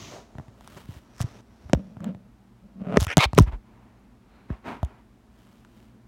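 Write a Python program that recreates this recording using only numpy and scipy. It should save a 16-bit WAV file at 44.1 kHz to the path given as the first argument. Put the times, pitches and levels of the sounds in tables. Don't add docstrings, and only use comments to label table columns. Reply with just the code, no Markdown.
import sys
import numpy as np
from scipy import signal
from scipy.fft import rfft, irfft
from scipy.io import wavfile
from scipy.ndimage import uniform_filter1d, map_coordinates

SR = 44100
rng = np.random.default_rng(int(sys.argv[2]) if len(sys.argv) > 2 else 0)


def generate_wav(sig):
    pcm = np.round(np.clip(np.atleast_2d(sig).T, -1, 1) * 32767).astype(np.int16)
    wavfile.write(sys.argv[1], SR, pcm)


N = 267687
TIME = np.arange(N) / SR

# (frequency [Hz], gain [dB])
SWISH = [(59, -23), (100, 7.5), (147, 2.5), (271, -8), (322, -3.5), (513, -16.5), (1170, -11), (1610, -20),
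         (1950, -11), (4980, -13), (6420, -9.5), (8460, -31.5), (16000, -34)]
BRUSH = [(59, -39), (100, 7), (189, -10), (302, 1), (452, -3), (621, -0.5), (818, -3), (2470, -17),
         (4290, -21), (16000, -40.5)]
SKIN = [(47, -21), (80, 6.5), (208, 1.5), (482, -12), (563, -6.5), (768, -15), (820, -10.5), (1250, -10.5),
        (10300, -25.5), (12800, -27), (16000, -26)]
PALM = [(59, -28.5), (100, 7.5), (147, -14.5), (193, -4), (442, -12), (1150, -16.5), (3190, -24),
        (5530, -29), (16000, -45.5)]
CRACKLE = [(350, -38.5), (600, -7), (931, -10), (1160, -6.5), (1800, -6.5), (4160, -15.5), (5400, -7.5),
           (11700, -21.5), (16000, -28.5)]
JUDDER = [(41, -52.5), (70, -18.5), (197, 3.5), (273, -10), (394, -26), (545, -15), (852, -36.5),
          (1250, -34.5), (1700, -46.5), (2940, -43.5), (9000, -73), (11700, -90.5), (19800, -120)]
DRAG = [(41, -39.5), (70, -14), (210, 0.5), (375, -25.5), (427, -11.5), (496, -16.5), (615, -10.5),
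        (887, -26.5), (1390, -24), (1490, -30.5), (2720, -30.5), (4090, -47.5), (12000, -61.5),
        (15600, -98.5), (22000, -120)]
RASP = [(180, -42), (300, -13), (842, -13.5), (946, -9.5), (1140, -24), (1430, -6), (1930, -2.5),
        (3190, -8.5), (4090, -29.5), (6100, -18.5), (6850, -32), (9550, -31), (16000, -50.5)]
SCRAPE = [(150, -55), (250, -25), (686, -6.5), (1010, -2), (1100, -5), (1380, -9.5), (1850, -11.5),
          (2130, -4), (2910, -9), (3910, -8.5), (5160, -19), (16000, -39)]
CLOTH = [(47, -57), (80, 4.5), (119, -2.5), (242, 1), (277, -2), (395, -6), (504, -8.5), (917, -5),
         (1000, -10), (1070, -8), (2330, -12.5), (4830, -31), (16000, -48)]


def knocks(glide_cycles=.28, length_at_100hz_s=.0125):
    # (time [s], level [dB], start [Hz], settled [Hz], ring [Hz], ring [dB re level],
    #  click [dB re level], click middle [dB re treble], click top [Hz])
    blows = [(1.733, -7, 520, 123, 504, -2, -2.5, -2, 5860),
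             (2.9712, -8.5, 500, 154, 400, 2.5, -8, 15, 8900),
             (3.1705, -6.5, 400, 115, 604, -7, 2.5, -4.5, 13940),
             (3.1802, -4.5, 215.6, 116, 700, -10.5, -5.5, -2.5, 14000),
             (3.3323, -22.5, 249, 68, 593, -10, -7.5, 10.5, 7000),
             (3.38, -8, 420, 150, 385.5, 4.5, -5.5, 3.5, 16000),
             (3.3867, -5.5, 400, 91, 960, -4, -2, 2, 16050),
             (4.503, -22.5, 327, 52.8, 590, -14.5, -29.5, 23.5, 5010),
             (4.83, -17, 180, 62, 625, -5.5, -20, -10, 16000)]
    out = np.zeros(N)
    for s, db, start_hz, end_hz, ring_hz, ring_db, click_db, middle_db, top_hz in blows:
        length_s = length_at_100hz_s * (100 / end_hz) ** 1.35
        low = thud(start_hz, end_hz, glide_cycles / end_hz, length_s)
        add(out, s, undb(db) * (low + undb(ring_db) * ring(ring_hz, db)))
        add(out, s, undb(db + click_db) * lowpass(tick(middle_db), top_hz))
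    return out


def presses(glide_cycles=.39, length_cycles=1.45, ring_hz=400, ring_db=-20.5):
    # (time [s], level [dB], start [Hz], settled [Hz])
    pushes = [(.765, -39, 197, 92), (.889, -30, 230, 76), (.965, -37.5, 130, 58.6),
              (1.2075, -17.5, 118, 107), (1.242, -19, 120, 112), (1.655, -35, 110, 70),
              (1.748, -17, 100, 64), (2.985, -18.5, 90, 60), (3.018, -14.5, 117, 84), (3.068, -23, 130, 80),
              (3.257, -20, 110, 55), (3.364, -22.5, 197, 62.4), (3.403, -4.5, 239, 47.3),
              (3.474, -21.5, 111.2, 54.3), (3.53, -25, 69.7, 39.4)]
    out = np.zeros(N)
    for s, db, start_hz, end_hz in pushes:
        low = thud(start_hz, end_hz, glide_cycles / end_hz, length_cycles / end_hz)
        add(out, s, undb(db) * (low + undb(ring_db) * ring(ring_hz, db)))
    return out


def taps(ring_hz=583, ring_db=-2.5):
    # (time [s], level [dB], click [dB re level])
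    landings = [(.353, -34.5, -36), (0.384, -30, -16), (.398, -30.5, -26), (0.4824, -38, -20),
                (1.204, -29, -8), (1.697, -32.5, -12.5), (1.748, -25, -10), (1.969, -34, -24),
                (2.005, -36.5, -12), (2.148, -35, -20.5), (5.649, -55.5, 2.5)]
    out = np.zeros(N)
    low = thud(start_hz=410, end_hz=100, glide_s=.0017, length_s=.013)
    for s, db, click_db in landings:
        add(out, s, undb(db) * (low + undb(ring_db) * ring(ring_hz, db)))
        add(out, s, undb(db + click_db) * tick(middle_db=14.5))
    return out


def thud(start_hz, end_hz, glide_s, length_s, rise_s=.0011):
    t = TIME[:SR // 4]
    hz = end_hz + (start_hz - end_hz) * np.exp(-t / glide_s)
    envelope = (1 - np.exp(-t / rise_s)) * np.exp(-(t / length_s) ** 1.8)
    return envelope * np.sin(2 * np.pi * np.cumsum(hz) / SR)


def ring(ring_hz, blow_db, decay_at_0db_s=.0049, bend=.71, bend_s=.001):
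    t = TIME[:SR // 4]
    hz = ring_hz * (1 + bend * np.exp(-t / bend_s))
    decay_s = decay_at_0db_s * undb(.43 * blow_db)
    return np.sin(2 * np.pi * np.cumsum(hz) / SR) * np.exp(-t / decay_s)


def slides(attack_s=.0081, release_s=.0028, waver=.055, waver_per_s=110):
    # (start [s], stop [s], final level [dB], growth [dB], contact kind)
    moves = [(1.141, 1.226, -38.5, 31.5, "crackle"), (1.2, 1.409, -55.5, -5, "palm"),
             (2.791, 2.976, -23, 31.5, "drag"), (3.076, 3.137, -31, 4, "rasp"),
             (3.182, 3.253, -17.5, 10, "scrape")]
    out = np.zeros(N)
    for start_s, stop_s, db, growth_db, kind in moves:
        length_s = stop_s - start_s
        t = np.arange(0, length_s + 10 * release_s, 1 / SR)
        force = undb(db - growth_db * np.maximum(1 - t / length_s, 0))
        gate = np.minimum(t / attack_s, 1) * np.exp(-np.maximum(t - length_s, 0) / release_s)
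        position = np.cumsum(1 + waver * walk(waver_per_s)[:len(t)])
        friction = map_coordinates(rub(kind, len(t)), [position], mode="mirror")
        add(out, start_s, force * gate * friction)
    return out


def strokes(taper=1.82):
    # (peak time [s], rise [s], fall [s], level [dB], contact kind)
    passes = [(.023, 0.11, 0.2, -45, "swish"), (.142, 0.062, 0.1, -47.5, "brush"),
              (.36, 0.22, 0.38, -62, "brush"), (.72, .16, 0.22, -54, "skin"),
              (0.776, .014, 0.012, -46.5, "brush"), (.79, 0.041, 0.058, -52, "skin"),
              (.93, 0.074, 0.11, -52.5, "skin"), (1.13, .13, .1, -60, "palm"),
              (1.682, 0.29, 0.36, -60.5, "palm"), (2.075, .08, 0.045, -52.5, "cloth"),
              (3.021, 0.052, 0.059, -46, "crackle"), (3.382, 0.007, 0.0053, -22.5, "scrape"),
              (3.409, .06, 0.042, -40.5, "palm"), (3.477, 0.016, 0.029, -44, "cloth"),
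              (3.525, .012, 0.039, -45.5, "cloth"), (3.749, .15, 0.46, -64, "cloth"),
              (4.37, .13, 0.18, -61.5, "squeak"), (4.505, 0.019, 0.098, -50.5, "cloth"),
              (4.685, .043, 0.1, -37.5, "cloth"), (4.88, 0.18, 0.16, -57, "cloth"),
              (5.44, 0.16, 0.39, -63.5, "skin"), (5.79, 0.11, 0.16, -62, "skin")]
    out = np.zeros(N)
    for peak_s, rise_s, fall_s, db, kind in passes:
        t = np.arange(-2 * rise_s, 2 * fall_s, 1 / SR)
        speed = np.exp(-taper * (t / np.where(t < 0, rise_s, fall_s)) ** 2)
        add(out, peak_s + t[0], undb(db) * speed * rub(kind, len(t)))
    return out


def judder(gain_db=-1.5):
    # (time [s], level [dB re gain_db])
    grip_shifts = [
        [(1.768, -30.5), (1.826, -41), (1.846, -44), (1.996, -49.5), (2.02, -33.5), (2.104, -27),
         (2.142, -51.5), (2.3, -54.5)],
        [(2.62, -62), (2.638, -47.5), (2.698, -57), (2.824, -35.5), (2.848, -48.5), (2.876, -32),
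         (2.954, -35.5), (2.965, -27)],
    ]
    out = np.zeros(N)
    for curve in grip_shifts:
        s, db = np.transpose(curve)
        t = np.arange(s[0], s[-1], 1 / SR)
        add(out, s[0], undb(gain_db + np.interp(t, s, db)) * rub("judder", len(t)))
    return out


def rub(kind, count):
    contacts = { "swish": (SWISH, 5000, .8, 3.3, 0, 3000, 280, -8),
                "brush": (BRUSH, 4000, 0.71, 3.7, 0, 6700, 2000, 3),
                "skin": (SKIN, 900, 1, 4, -1, 3030, 520, -3),
                "palm": (PALM, 1200, .8, 4.5, -1, 5700, 500, 4),
                "squeak": (CLOTH, 2000, .6, 3, 0, 4150, 220, 11),
                "crackle": (CRACKLE, 1100, 0.85, 5, -9, 5900, 830, -13),
                "judder": (JUDDER, 190, .14, 5.1, -9, 225, 70, -8),
                "drag": (DRAG, 170, .35, 2.5, -5, 1300, 400, -5),
                "rasp": (RASP, 600, .5, 4.4, -7, 2400, 200, -5),
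                "scrape": (SCRAPE, 1300, .7, 3.5, -5, 2130, 140, 2),
                "cloth": (CLOTH, 2000, .8, 3.1, -1.5, 984, 130, 0)}
    spectrum, slips_per_s, spread, size_db, hiss_db, gap_hz, width_hz, gap_db = contacts[kind]
    friction = colour(slips(count, slips_per_s, spread, size_db, hiss_db), spectrum)
    return unit(friction + undb(gap_db) * resonate(friction, gap_hz, width_hz))


def slips(count, slips_per_s, spread, size_db, hiss_db):
    spacing, size = rng.standard_normal((count // 2, 2)).T
    onsets = np.cumsum(np.exp(spread * spacing) * SR / slips_per_s).astype(int)
    inside = onsets < count
    pulses = np.bincount(onsets[inside], undb(size_db * size[inside]), count)
    return unit(pulses - pulses.mean()) + undb(hiss_db) * rng.standard_normal(count)


def peel(start_s=3.0023, end_s=3.051, ticks_per_s=195, start_db=-19.5, fade_db_per_s=202):
    jitter_s, scatter_db = .00033, 3
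    out = np.zeros(N)
    for s in np.arange(start_s, end_s, 1 / ticks_per_s):
        late, size, dullness = rng.standard_normal(3)
        db = start_db - fade_db_per_s * (s - start_s) + scatter_db * size
        add(out, s + jitter_s * late, undb(db) * tick(middle_db=-4 + scatter_db * dullness))
    return out


def ticks():
    # (time [s], level [dB], middle-band gain [dB])
    releases = [(0.6091, -45.5, 10), (.6756, -36.5, 5.5), (.9435, -48.5, -3), (1.215, -22, -11),
                (2.0436, -33, 5), (3.0684, -27.5, 9.5), (3.3498, -31.5, -19), (3.3971, -18.5, -20),
                (3.424, -33, -12), (4.833, -40.5, -23), (4.849, -38, -27)]
    out = np.zeros(N)
    for s, db, middle_db in releases:
        add(out, s, undb(db) * tick(middle_db))
    return out


def tick(middle_db, treble_s=.00045, middle_s=.0013, spray_db=-8):
    # (frequency [Hz], gain [dB])
    snap_spectrum = [(1500, -32.5), (2800, -1), (3500, 1.5), (4500, -4), (6300, -2), (8500, -6.5),
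                     (10500, -11), (16000, -16)]
    t = TIME[:SR // 50]
    impulse = t == 0
    spray = undb(spray_db) * rng.standard_normal((2, len(t)))
    treble = colour(impulse + spray[0] * np.exp(-t / treble_s), snap_spectrum)
    middle = band(impulse + spray[1] * np.exp(-t / middle_s), 590, 1700)
    return undb(-20) * unit(treble) + undb(middle_db - 23) * unit(middle)


def case(x, ring_db=-4, direct_db=1):
    # (frequency [Hz], width [Hz], gain [dB re ring_db])
    modes = [(290, 30, -2.5), (400, 92, 2.5), (633, 200, 3), (960, 150, -4.5), (1265, 240, -4.5),
             (3770, 120, -6.5)]
    rings = sum(undb(db) * resonate(x, hz, width_hz) for hz, width_hz, db in modes)
    return undb(direct_db) * x + undb(ring_db) * rings


def room(x, t60_s=.29, wet_db=-38):
    t = TIME[:SR // 2]
    tail = band(rng.standard_normal(len(t)), 90, 4500) * np.exp(-np.log(1000) * t / t60_s)
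    return undb(wet_db) * signal.fftconvolve(x, tail / np.linalg.norm(tail))[:N]


def hum(waver_db=2, drift_rad=1):
    # (frequency [Hz], rms level [dB])
    motor_lines = [(59.2, -65), (118.4, -62), (193.8, -69), (220.7, -64.5), (242.2, -66)]
    out = np.zeros(N)
    for hz, db in motor_lines:
        amplitude = np.sqrt(2) * undb(db + waver_db * walk(1.4))
        out += amplitude * np.sin(2 * np.pi * hz * TIME + drift_rad * walk(2.8))
    return out


def air(rms_db=-56.5):
    # (frequency [Hz], relative density [dB])
    spectrum = [(15, -49), (25, -24), (47, 1.5), (92, -12), (123, -3), (149, -23), (190, -3.5), (249, -8),
                (270, -9.5), (335, -12.5), (545, -22.5), (734, -20), (1840, -29.5), (2910, -35),
                (16000, -49)]
    return undb(rms_db) * unit(colour(rng.standard_normal(N), spectrum))


def undb(db):
    return 10 ** (np.asarray(db) / 20)


def unit(x):
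    return x / np.sqrt(np.mean(x ** 2) + 1e-20)


def add(out, s, x):
    i = int(round(s * SR))
    x, i = x[max(-i, 0):], max(i, 0)
    out[i:i + len(x)] += x[:len(out) - i]


def band(x, lo_hz, hi_hz):
    return signal.sosfilt(signal.butter(2, [lo_hz, hi_hz], "band", fs=SR, output="sos"), x)


def lowpass(x, top_hz):
    return signal.sosfilt(signal.butter(2, top_hz, fs=SR, output="sos"), x)


def resonate(x, hz, width_hz):
    return signal.lfilter(*signal.iirpeak(hz, hz / width_hz, fs=SR), x)


def colour(x, points, size=8192):
    hz, db = np.transpose(points)
    bins_hz = np.maximum(np.fft.rfftfreq(size, 1 / SR), 1)
    gain = undb(np.interp(np.log(bins_hz), np.log(hz), db))
    cepstrum = irfft(np.log(gain))
    cepstrum[1:size // 2] *= 2
    cepstrum[size // 2 + 1:] = 0
    return signal.fftconvolve(x, irfft(np.exp(rfft(cepstrum))))[:len(x)]


def walk(steps_per_s):
    hold = int(SR / steps_per_s)
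    return uniform_filter1d(np.repeat(rng.standard_normal(N // hold + 1), hold), hold)[:N]


def scene():
    touch = case(knocks() + taps() + presses() + ticks() + peel() + strokes() + slides() + judder())
    return (touch + room(touch) + hum() + air())[None]


def record(dry, low_hz=22, top_hz=16000):
    x = signal.sosfilt(signal.butter(2, low_hz, "high", fs=SR, output="sos"), dry)
    return signal.sosfilt(signal.ellip(8, .2, 70, top_hz, fs=SR, output="sos"), np.clip(x, -1, 1))


dry = scene()
out = record(dry)
generate_wav(out)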